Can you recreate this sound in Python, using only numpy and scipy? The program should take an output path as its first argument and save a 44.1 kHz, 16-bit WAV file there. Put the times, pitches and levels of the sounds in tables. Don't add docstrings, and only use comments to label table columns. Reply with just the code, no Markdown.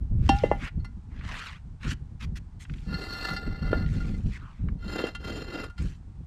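import sys
import numpy as np
from scipy import signal
from scipy.fft import rfft, irfft, next_fast_len
from scipy.io import wavfile
from scipy.ndimage import uniform_filter1d

SR = 44100
rng = np.random.default_rng(int(sys.argv[2]) if len(sys.argv) > 2 else 0)


def generate_wav(signal):
    frames = np.transpose(np.atleast_2d(signal))
    scaled = np.clip(frames, -1, 1) * 32767
    pcm = np.round(scaled).astype(np.int16)
    wavfile.write(sys.argv[1], SR, pcm)


N = 276066

# pitch in Hz, then relative dB when struck, in the first slide, in the second.
BLOCK_MODES = [(790, -4.5, -10, -14), (1408, -20, 0, 0), (1754, -15, -7, -10), (2044, -24, -5.5, -6),
               (2752, -7.5, -6.5, -5), (3162, -14, -15, -8), (3586, -25, -16, -16), (3881, -27, -16, -15),
               (4205, -25, -8, -9), (4325, -21, -5, -14), (4695, -27, -13.5, -18), (5025, -28, -24, -16),
               (5515, -17, -16, -21), (6080, -35, -29, -31), (6390, -40, -32, -27), (6730, -42, -27, -31),
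               (7130, -40, -25, -19), (7930, -35, -24, -38), (8880, -25, -38, -29), (9260, -28, -29, -32),
               (9870, -28, -27, -36), (11200, -32, -33, -32), (11900, -27, -30, -39),
               (12700, -33, -35, -39)]
# start in seconds, ring in dB, brightness in Hz, favoured mode in Hz, its
# boost in dB, damping in dB per second (sign ignored), thud in dB, thud pitch in Hz, contact in seconds.
BLOWS = [(.2912, -17, 7100, 2700, 1, 9, -13.5, 840, 0.0067),
         (.2938, -29.5, 1090, 790, 17, -11, -11.5, 260, 0.011),
         (0.436, -30, 3350, 2090, 21, 29, -9, 507, 0.0099),
         (0.5145, -17.5, 1540, 2120, 19.5, 195, -8, 590, 0.0033),
         (3.7301, -25.5, 2320, 1465, 26.5, 588, -10.5, 434, 0.0039),
         (5.039, -39, 3000, 3180, 21, 250, -14, 409, 0.0061)]
# time in seconds, rise in Hz.
EDGE_BEND = [(.345, 0), (.385, 40), (.42, 12), (.515, 38), (.56, 0)]
# start and length in seconds, fastest point as a share of the length,
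# grinding in dB, tilt in dB per octave, growl in dB relative to the grinding.
BLOCK_SHOVES = [(2.815, 0.4, 0.46, -41.5, -0.5, -3), (3.002, .44, 0.64, -36, 0.5, -10),
                (3.33, 0.42, 0.24, -44.5, -3.5, -3), (3.501, 0.41, 0.67, -40.5, -3.5, -3),
                (3.882, 0.33, 0.23, -52, -2, -1), (4.756, 0.42, 0.61, -44, 2.5, 5),
                (4.916, 0.21, 0.37, -39, -4.5, 0), (5.17, 0.41, 0.28, -44.5, 2.5, 5.5),
                (5.431, 0.29, 0.52, -40.5, -0.5, 2.5)]
# start in seconds,
# clink in relative dB, favoured mode in Hz, crunch in relative dB.
BLOCK_CLINKS = [(0.798, -57, 4300, -77), (0.845, -47.5, 5500, -39), (0.846, -46, 2044, -62),
                (2.94, -30, 4300, -43), (3.308, -30, 1408, -40), (3.363, -28.5, 4830, -46),
                (3.831, -45, 1408, -51), (4.003, -37.5, 1408, -55), (4.14, -46.5, 2044, -66),
                (4.824, -44.5, 1408, -66), (4.879, -39.5, 4270, -41), (5.066, -34, 2752, -31),
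                (5.1486, -32.5, 2950, -31), (5.227, -43, 1408, -49), (5.639, -42.5, 5300, -32),
                (5.697, -45, 1408, -45), (5.778, -42, 5000, -44)]
# start and length in seconds, fastest point as a share of the
# length, level in dB, tilt in dB per octave.
GLOVE_SWEEPS = [(0.168, 0.53, 0.33, -48.5, 7.5), (0.573, 0.13, 0.75, -42, 5.5),
                (1.08, 0.18, 0.59, -55, 2.5), (1.208, 0.25, 0.33, -42.5, 3.5),
                (1.253, 0.37, 0.47, -42.5, 5), (1.789, 0.16, 0.56, -40.5, 4.5),
                (1.883, 0.066, 0.47, -42, 10), (2.19, 0.075, 0.52, -41.5, 7),
                (2.349, 0.045, 0.55, -46.5, 10.5), (2.589, 0.072, 0.41, -54.5, 13),
                (2.612, 0.38, 0.41, -62.5, 10.5), (3.838, 0.54, 0.18, -53.5, 9),
                (4.228, 0.16, 0.85, -55, 9), (4.333, 0.5, 0.13, -61, 4.5), (5.762, 0.25, 0.16, -52, 9.5)]
# start and length in seconds, fastest point as a share of the length,
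# level in dB, then first pitch, last pitch and half-width in Hz.
FINGER_DRAGS = [(0.589, 0.115, 0.64, -40.5, 1810, 2094, 595), (4.309, 0.07, 0.89, -47.5, 2274, 1873, 350),
                (4.369, 0.18, 0.63, -54, 1430, 1040, 190)]
# start in seconds, level in relative dB, band centre in Hz.
GRIT_TICKS = [(0.385, -37, 3760), (1.21, -38.5, 1720), (2.651, -43, 2050), (2.6963, -39.5, 2200),
              (2.737, -42, 2600), (2.782, -48.5, 2500), (3.861, -41.5, 2840), (4.685, -38.5, 1600)]
# start and hold in seconds, rumble in dB, flutter in dB relative to it.
MIC_GUSTS = [(0, 0.0078, -26.5, -15), (0.095, 0.23, -22.5, -11), (0.405, 0.13, -33, -5),
             (0.751, 0.0093, -26.5, -11), (1.837, 0.047, -30, -3.5), (2.233, 0.041, -31.5, -5.5),
             (2.686, 0.039, -36, -4.5), (2.858, 0.069, -34.5, 0), (3.298, 0.0065, -38, 4),
             (3.456, 0.0056, -25, -5.5), (3.602, 0.345, -28, -4.5), (3.945, 0.21, -30.5, -4),
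             (4.227, 0.0096, -24, -8.5), (4.59, 0.11, -28.5, -6.5), (5.78, 0.055, -28, -7)]
# frequency in Hz, spectral density in relative dB.
CRUNCH_SPECTRUM = [(900, 11), (4500, -6), (10000, -11), (14000, -32)]
GROWL_SPECTRUM = [(200, -1), (430, -1.5), (1000, -21), (1600, -16)]
GLOVE_SPECTRUM = [(450, 4.5), (850, 0.5), (1400, 7), (1900, 4.5), (2600, -1), (7300, -26), (15000, -49.5)]
RUMBLE_SPECTRUM = [(18, -3.5), (30, 1), (60, 3), (100, -2), (140, -9), (250, -56)]
FLUTTER_SPECTRUM = [(90, -16), (150, 3), (230, -5.5), (400, -22), (1000, -46.5)]
AIR_SPECTRUM = [(800, 0), (2600, -16), (8800, -23), (11000, -38)]

LONG_RING_HZ = 1408


def knocks(thud_sag=.75, rattle_db=-21, choke_t60=.028):
    out, t = np.zeros(N), np.arange(SR) / SR
    for start, ring_db, bright_hz, spot_hz, spot_db, damping, thud_db, thud_hz, contact_s in BLOWS:
        bend = np.cumsum(np.interp(start + t, *np.transpose(EDGE_BEND))) / SR
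        modes = 0
        for k, (hz, db, *_) in enumerate(BLOCK_MODES):
            gain = from_db(db + spot_db * nearness(hz, spot_hz)) / np.hypot(1, (hz / bright_hz) ** 3)
            tone = np.sin(2 * np.pi * (hz * t + bend * (k == 0)))
            modes += (-1) ** k * gain * tone * dying(t, ring_time(hz, damping))
        landing = min([s for s, *_ in BLOWS if s > start + .02], default=start + 1)
        modes *= dying(np.maximum(start + t - landing, 0), choke_t60)
        crack = cut(noise(SR), [300, max(bright_hz * .73, 800)], "band", order=3) * dying(t, .035)
        strike = (modes + crack) * rising(t, .00019)
        progress = np.clip(t / contact_s, 0, 1)
        sinking_hz = thud_hz * (1 + thud_sag * (.5 - progress))
        thud = np.sin(2 * np.pi * np.cumsum(sinking_hz) / SR) * np.sin(np.pi * progress)
        rattle = rms_one(cut(noise(SR), [180, 850], "band", order=3)) * dying(t, .11) * rising(t, .00074)
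        stack = thud + from_db(rattle_db) * rattle
        add(out, start, from_db(ring_db) * strike + from_db(thud_db) * stack)
    return out


def sliding(speed_power=2.09, judder_db=2.3, wander_db=2.4, crush_db=-17, smear_hz=4500):
    starts, _, _, grind_db, tilt, growl_db = np.transpose(BLOCK_SHOVES)
    speeds = np.array([stroke(*shove[:3]) for shove in BLOCK_SHOVES])
    forces = from_db(grind_db)[:, None] * speeds ** speed_power
    shares = np.transpose([mode_shares(start) for start in starts])
    judder = rms_one(from_db(judder_db * drift(50)))
    slips = evened(grains(per_s=2500, spread_db=.5), .011)
    rings = 0
    for (hz, *_), share in zip(BLOCK_MODES, shares):
        octaves_up = np.clip(np.log2(hz / LONG_RING_HZ), 0, 2)
        push = (share * from_db(tilt * octaves_up)) @ forces
        t60 = ring_time(hz, damping_db_per_s=170 * (1 + (hz / smear_hz) ** 3))
        held = evened(rms_one(ring(slips, hz, t60)), .04)
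        rings += push * held * from_db(wander_db * drift(8.3))
    crush = from_db(crush_db) * (from_db(tilt) @ forces) * coloured(slips, CRUNCH_SPECTRUM)
    growl = (from_db(growl_db) @ forces) * coloured(noise(), GROWL_SPECTRUM)
    return judder * (rings + crush + growl)


def clinks(clink_gain_db=4, crunch_gain_db=-3, rise_s=.0035, spot_db=10):
    rings, crunch_level, t = np.zeros(N), np.zeros(N), np.arange(SR // 5) / SR
    hz = np.transpose(BLOCK_MODES)[0]
    onset = rising(t, rise_s)
    decays = dying(t, ring_time(hz, damping_db_per_s=330)[:, None])
    for start, clink_db, spot_hz, crunch_db in BLOCK_CLINKS:
        phases = rng.uniform(0, 2 * np.pi, len(hz))
        modes = np.sin(2 * np.pi * hz[:, None] * t + phases[:, None]) * decays
        gains = mode_shares(start) * from_db(spot_db * nearness(hz, spot_hz))
        clink = gains @ modes / np.linalg.norm(gains)
        add(rings, start, from_db(clink_db + clink_gain_db) * onset * clink)
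        add(crunch_level, start, from_db(crunch_db + crunch_gain_db) * onset * dying(t, .045))
    return rings + crunch_level * coloured(grains(per_s=15000, spread_db=0), CRUNCH_SPECTRUM)


def ring_time(hz, damping_db_per_s):
    free_t60 = .26 / np.hypot(1, hz / 2700) * (1 + 2 * nearness(hz, LONG_RING_HZ))
    return 60 / (60 / free_t60 + np.abs(damping_db_per_s))


def mode_shares(seconds, regrip_s=4.5):
    gains = from_db([second if seconds > regrip_s else first for _, _, first, second in BLOCK_MODES])
    return gains / np.linalg.norm(gains)


def glove(speed_power=1.84, patchy_db=1.5, flicker_db=2.2, bounce_s=.000829):
    rubs = np.array([from_db(db) * stroke(*timing) ** speed_power for *timing, db, _ in GLOVE_SWEEPS])
    level = rubs.sum(axis=0)
    tilt = np.transpose(GLOVE_SWEEPS)[-1] @ rubs / (level + 1e-12)
    snaps = coloured(grains(per_s=5000, spread_db=1.66), GLOVE_SPECTRUM) * from_db(patchy_db * drift(87))
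    now = np.arange(N)
    delay = bounce_s * SR * np.exp(.18 * drift(4))
    spectrum = rfft(rms_one(snaps + .4 * np.interp(now - delay, now, snaps)))
    octaves = np.log2(np.maximum(np.fft.rfftfreq(N, 1 / SR), 1) / 2000)
    out = 0
    for centre in np.arange(-2.5, 3.5, .5):
        band = irfft(spectrum * np.maximum(1 - 2 * np.abs(octaves - centre), 0), N)
        out += band * from_db(tilt * min(centre, 2) + flicker_db * drift(19))
    return level * out


def fingertips():
    out, t = 0, np.arange(N) / SR
    for start, length, fastest, db, first_hz, last_hz, width_hz in FINGER_DRAGS:
        hz = np.interp(t, [start, start + length], [first_hz, last_hz])
        phase = 2 * np.pi * np.cumsum(hz) / SR
        rasp = drift(width_hz) * np.cos(phase) + drift(width_hz) * np.sin(phase)
        out += from_db(db) * stroke(start, length, fastest) * rasp
    return out


def grit(gain_db=-6):
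    out, t = np.zeros(N), np.arange(SR // 10) / SR
    for start, db, hz in GRIT_TICKS:
        burst = noise(len(t)) * dying(t, .024) * rising(t, .00094)
        tick = cut(burst, [hz * .6, hz * 1.4], "band", order=3)
        add(out, start, from_db(db + gain_db) * tick / np.std(tick[:SR // 200]))
    return out


def wind(breeze_db=-41.5, swing_db=3.5, breeze_flutter_db=-9, lumpy_db=3):
    breeze = from_db(breeze_db + swing_db * drift(7))
    gusts = np.array([from_db(db) * gust(start, hold) for start, hold, db, _ in MIC_GUSTS])
    flutter_share = from_db([db for *_, db in MIC_GUSTS])
    rumble_level = np.sqrt(breeze ** 2 + np.sum(gusts ** 2, axis=0))
    flutter_level = np.sqrt((breeze * from_db(breeze_flutter_db)) ** 2 + flutter_share ** 2 @ gusts ** 2)
    rumble = evened(coloured(noise(), RUMBLE_SPECTRUM), .067)
    flutter = evened(coloured(noise(), FLUTTER_SPECTRUM) * from_db(lumpy_db * drift(27.8)), .17)
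    return rumble_level * rumble + flutter_level * flutter


def gust(start, hold, attack_s=.024, release_s=.045):
    t = np.arange(N) / SR - start
    return np.clip(t / attack_s, 0, 1) * np.exp(-np.clip((t - attack_s - hold) / release_s, 0, 20))


def yard(direct, echo_db=-27, t60=.26):
    t = np.arange(SR // 2) / SR
    tail = cut(noise(len(t)), 4600, "low") * dying(t, t60) * (t > .006)
    return direct + from_db(echo_db) * signal.fftconvolve(direct, tail / np.linalg.norm(tail))[:N]


def air(level_db=-68.5):
    return from_db(level_db) * coloured(noise(), AIR_SPECTRUM)


def stroke(start, length, fastest):
    progress = (np.arange(N) / SR - start) / length
    return np.sin(np.pi * np.interp(progress, [0, fastest, 1], [0, .5, 1]))


def grains(per_s, spread_db):
    sizes = from_db(spread_db * np.minimum(rng.exponential(1, N), 5)) * rng.choice([-1, 1], N)
    return rms_one(sizes * (rng.random(N) < per_s / SR))


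def ring(x, hz, t60):
    radius, angle = dying(1 / SR, t60), 2 * np.pi * hz / SR
    return signal.lfilter([0, np.sin(angle)], [1, -2 * radius * np.cos(angle), radius ** 2], x + 1e-18)


def coloured(x, spectrum):
    hz, db = np.transpose(spectrum)
    size = next_fast_len(N)
    octave = np.log2(np.maximum(np.fft.rfftfreq(size, 1 / SR), 1))
    beyond = np.abs(octave - np.clip(octave, np.log2(hz[0]), np.log2(hz[-1])))
    gain = from_db(np.interp(octave, np.log2(hz), db) - 20 * beyond)
    return rms_one(irfft(rfft(x, size) * gain, size)[:N])


def evened(x, seconds):
    return x / np.sqrt(np.abs(uniform_filter1d(x ** 2, int(seconds * SR))) + 1e-6)


def nearness(hz, centre_hz):
    return np.exp(-(10 * np.log(hz / centre_hz)) ** 2)


def drift(hz):
    return rms_one(cut(noise(), hz, "low"))


def cut(x, hz, kind, order=2):
    return signal.sosfilt(signal.butter(order, hz, kind, fs=SR, output="sos"), x + 1e-18)


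def noise(samples=N):
    return rng.standard_normal(samples)


def rising(t, rise_s):
    return 1 - np.exp(-t / rise_s)


def dying(t, t60):
    return from_db(-60 * t / t60)


def from_db(db):
    return 10 ** (np.asarray(db) / 20)


def rms_one(x):
    return x / np.sqrt(np.mean(x ** 2) + 1e-20)


def add(out, start, sound):
    at = int(start * SR)
    out[at:at + len(sound)] += sound[:N - at]


def scene():
    work = knocks() + sliding() + clinks() + glove() + fingertips() + grit()
    return (yard(work) + wind() + air())[None]


def record(dry, cutoff_hz=15200):
    return signal.sosfilt(signal.ellip(10, .1, 80, cutoff_hz, fs=SR, output="sos"), dry)


dry = scene()
out = record(dry)
generate_wav(out)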